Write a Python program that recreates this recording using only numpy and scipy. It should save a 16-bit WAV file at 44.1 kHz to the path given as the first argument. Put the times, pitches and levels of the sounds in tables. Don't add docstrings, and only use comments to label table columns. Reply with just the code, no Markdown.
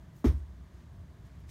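import sys
import numpy as np
from scipy import signal
from scipy.fft import rfft, irfft
from scipy.io import wavfile
from scipy.ndimage import uniform_filter1d

SR = 44100
rng = np.random.default_rng(int(sys.argv[2]) if len(sys.argv) > 2 else 0)


def wrap_up_sound(samples):
    columns = np.atleast_2d(samples).T
    tamed = np.clip(columns, -1, 1)
    steps = np.round(tamed * 32767).astype(np.int16)
    wavfile.write(sys.argv[1], SR, steps)


N = 66150
TIME = np.arange(N) / SR
THUMP_S = 0.2425
# frequency in Hz, relative level in dB.
BEDDING_COLOUR = [(300, -11.5), (1000, -1.5), (2000, 5), (4000, -1), (6500, -0.5), (9000, -6.5),
                  (16000, -13)]


def thump():
    # frequency in Hz, level in dB, t60 in seconds.
    tap_modes = [(590.6, -34.5, 0.0682), (850.5, -36.5, 0.049), (978.2, -39.5, 0.084),
                 (1089, -32.5, 0.0305), (1220, -48, 0.048), (2020, -50, 0.065)]
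    box_modes = [(246.17, -7, 0.0676), (301.26, -12.5, 0.0628), (349.14, -17.5, .108),
                 (411.7, -21.5, 0.114)]
    floor_modes = [(60.02, -14.5, 0.332), (61.19, -29, 0.823), (72.95, -19, 0.52), (95.1, -19, 0.263),
                   (107.14, -30.5, 0.244), (140.64, -27, 0.2487), (164.42, -32, 0.19)]
    # frequency in Hz, relative level in dB, t60 in seconds.
    tail_bands = [(120, -5.5, 0.56), (191, -7.5, 0.389), (262, 0.5, 0.325), (404, -3.5, 0.2235),
                  (599, -15, 0.216), (1105, -15.5, 0.264), (1370, -22.5, 0.285), (3010, -30, 0.234),
                  (16000, -48.5, 0.222)]
    tap = ring(tap_modes, THUMP_S, swell_s=0.00083)
    knock = ring(box_modes, THUMP_S + 0.000949, swell_s=0.0094)
    boom = ring(floor_modes, THUMP_S + 0.01569, swell_s=0.00925)
    tail = from_db(-31) * dying_noise(tail_bands, swell_s=0.0026)
    return tap + knock + boom + tail


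def hay_and_wire():
    # frequency in Hz, relative level in dB, t60 in seconds.
    shiver_bands = [(503, -22.5, 0.14), (1387, -5, 0.191), (2002, 9.5, 0.189), (2670, -3, 0.1624),
                    (3380, -2, 0.233), (4730, -9.5, 0.251), (5500, -3, 0.226), (6764, -5.5, 0.215),
                    (7470, -17.5, 0.281), (9000, -14.5, 0.303), (12000, -10.5, 0.229), (16000, -14.5, 0.19)]
    # frequency in Hz, level in dB, t60 in seconds.
    wire_modes = [(3354, -62, 0.335), (3900, -64, 0.33), (5540, -61.5, .28), (5660, -73, 0.29),
                  (8410, -74, 0.38), (8643, -69.5, 0.62), (8730, -72, 0.47)]
    shiver = from_db(-41) * dying_noise(shiver_bands, swell_s=0.01008) * grain(depth_db=2.5)
    snap = from_db(-47.5) * struck(THUMP_S, swell_s=0.00019, t60=0.0202) * coloured_noise(shiver_bands)
    return snap + shiver + ring(wire_modes, THUMP_S, swell_s=0.0044)


def bedding_rustles():
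    # centre in seconds, half length in seconds, level in dB, tilt in dB per octave.
    rustles = [(0.184, 0.0254, -67.5, 8), (0.382, 0.0244, -74.5, 3), (0.762, 0.0207, -75, 0),
               (0.811, 0.0276, -68, -4), (1.263, 0.013, -70.5, 0.5), (1.352, 0.077, -69.5, -4),
               (1.498, 0.0105, -59.5, 1.87)]
    sound = np.zeros(N)
    for centre_s, half_s, db, tilt_db in rustles:
        swell = np.exp(-((TIME - centre_s) / half_s) ** 2 / 2)
        sound += from_db(db) * swell * coloured_noise(BEDDING_COLOUR, tilt_db) * grain(depth_db=3)
    return sound


def hay_ticks():
    # start in seconds, level in dB.
    ticks = [(.931, -74.5), (1.4, -64)]
    envelope = sum(from_db(db) * struck(start_s, swell_s=0.00026, t60=0.041) for start_s, db in ticks)
    return envelope * coloured_noise(BEDDING_COLOUR, tilt_db=13.5)


def room_tone():
    # frequency in Hz, relative level in dB.
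    rumble_colour = [(20, -32.5), (40, -20.5), (60, 0), (78, -0.5), (105, -8.5), (170, -17), (300, -40.5),
                     (600, -73.5)]
    hiss_colour = [(20, -40), (80, -19), (120, -10.5), (170, -9.5), (215, -18.5), (290, -19.5), (400, -24),
                   (480, -32), (650, -25.5), (790, -34), (890, -30), (1200, -31.5), (1380, -36.5),
                   (1600, -33), (2100, -38), (2600, -44), (3100, -41.5), (4000, -44), (5500, -47.5),
                   (6600, -46.5), (7700, -51), (11500, -52.5), (16000, -59)]
    # time in seconds, level in dB.
    rumble_levels = [(0, -50), (.2, -53), (.55, -49.5), (.85, -54), (.97, -45.5), (1.12, -54), (1.24, -49),
                     (1.32, -55), (1.38, -46), (1.5, -48.5)]
    rumble_db = np.interp(TIME, *np.transpose(rumble_levels))
    rumble = from_db(rumble_db) * coloured_noise(rumble_colour)
    return rumble + from_db(-57) * coloured_noise(hiss_colour)


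def ring(modes, start_s, swell_s):
    swings = [from_db(db) * struck(start_s, swell_s, t60) * np.sin(2 * np.pi * hz * (TIME - start_s))
              for hz, db, t60 in modes]
    return swings[0] - sum(swings[1:])


def dying_noise(table, swell_s):
    edges = 140 * 2 ** (np.arange(22) / 3)
    centres = np.sqrt(edges[1:] * edges[:-1])
    hz = np.arange(N // 2 + 1) * SR / N
    spectrum = rfft(rng.standard_normal(N)) * from_db(at_hz(table, hz))
    bands = [irfft(spectrum * (hz >= lo) * (hz < hi), N) for lo, hi in zip(edges, edges[1:])]
    t60s = at_hz(table, centres, column=2)
    burst = sum(band * struck(THUMP_S, swell_s, t60) for band, t60 in zip(bands, t60s))
    return burst / np.std(sum(bands))


def struck(start_s, swell_s, t60):
    age = np.maximum(TIME - start_s, 0)
    return (1 - np.exp(-age / swell_s)) * from_db(-60 * age / t60)


def grain(depth_db):
    flicker = rms_one(uniform_filter1d(rng.standard_normal(N), size=60))
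    return rms_one(from_db(depth_db * flicker))


def coloured_noise(colour, tilt_db=0):
    hz = np.maximum(np.arange(N // 2 + 1) * SR / N, 1)
    gain = from_db(at_hz(colour, hz) + tilt_db * np.log2(hz))
    return rms_one(irfft(rfft(rng.standard_normal(N)) * gain, N))


def at_hz(table, hz, column=1):
    table = np.array(table)
    return np.interp(np.log(np.maximum(hz, 1)), np.log(table[:, 0]), table[:, column])


def from_db(db):
    return 10 ** (np.asarray(db) / 20)


def rms_one(x):
    return x / np.sqrt(np.mean(x ** 2) + 1e-20)


def scene():
    return (room_tone() + thump() + hay_and_wire() + bedding_rustles() + hay_ticks())[None]


def record(dry):
    dip_hz, dip_share, cutoff_hz = 10393, 0.514, 15800
    dip_band = signal.lfilter(*signal.iirpeak(dip_hz, Q=15.3, fs=SR), dry)
    lowpass = signal.ellip(12, 0.1, 80, cutoff_hz, fs=SR, output="sos")
    return signal.sosfilt(lowpass, dry - dip_share * dip_band)


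dry = scene()
out = record(dry)
wrap_up_sound(out)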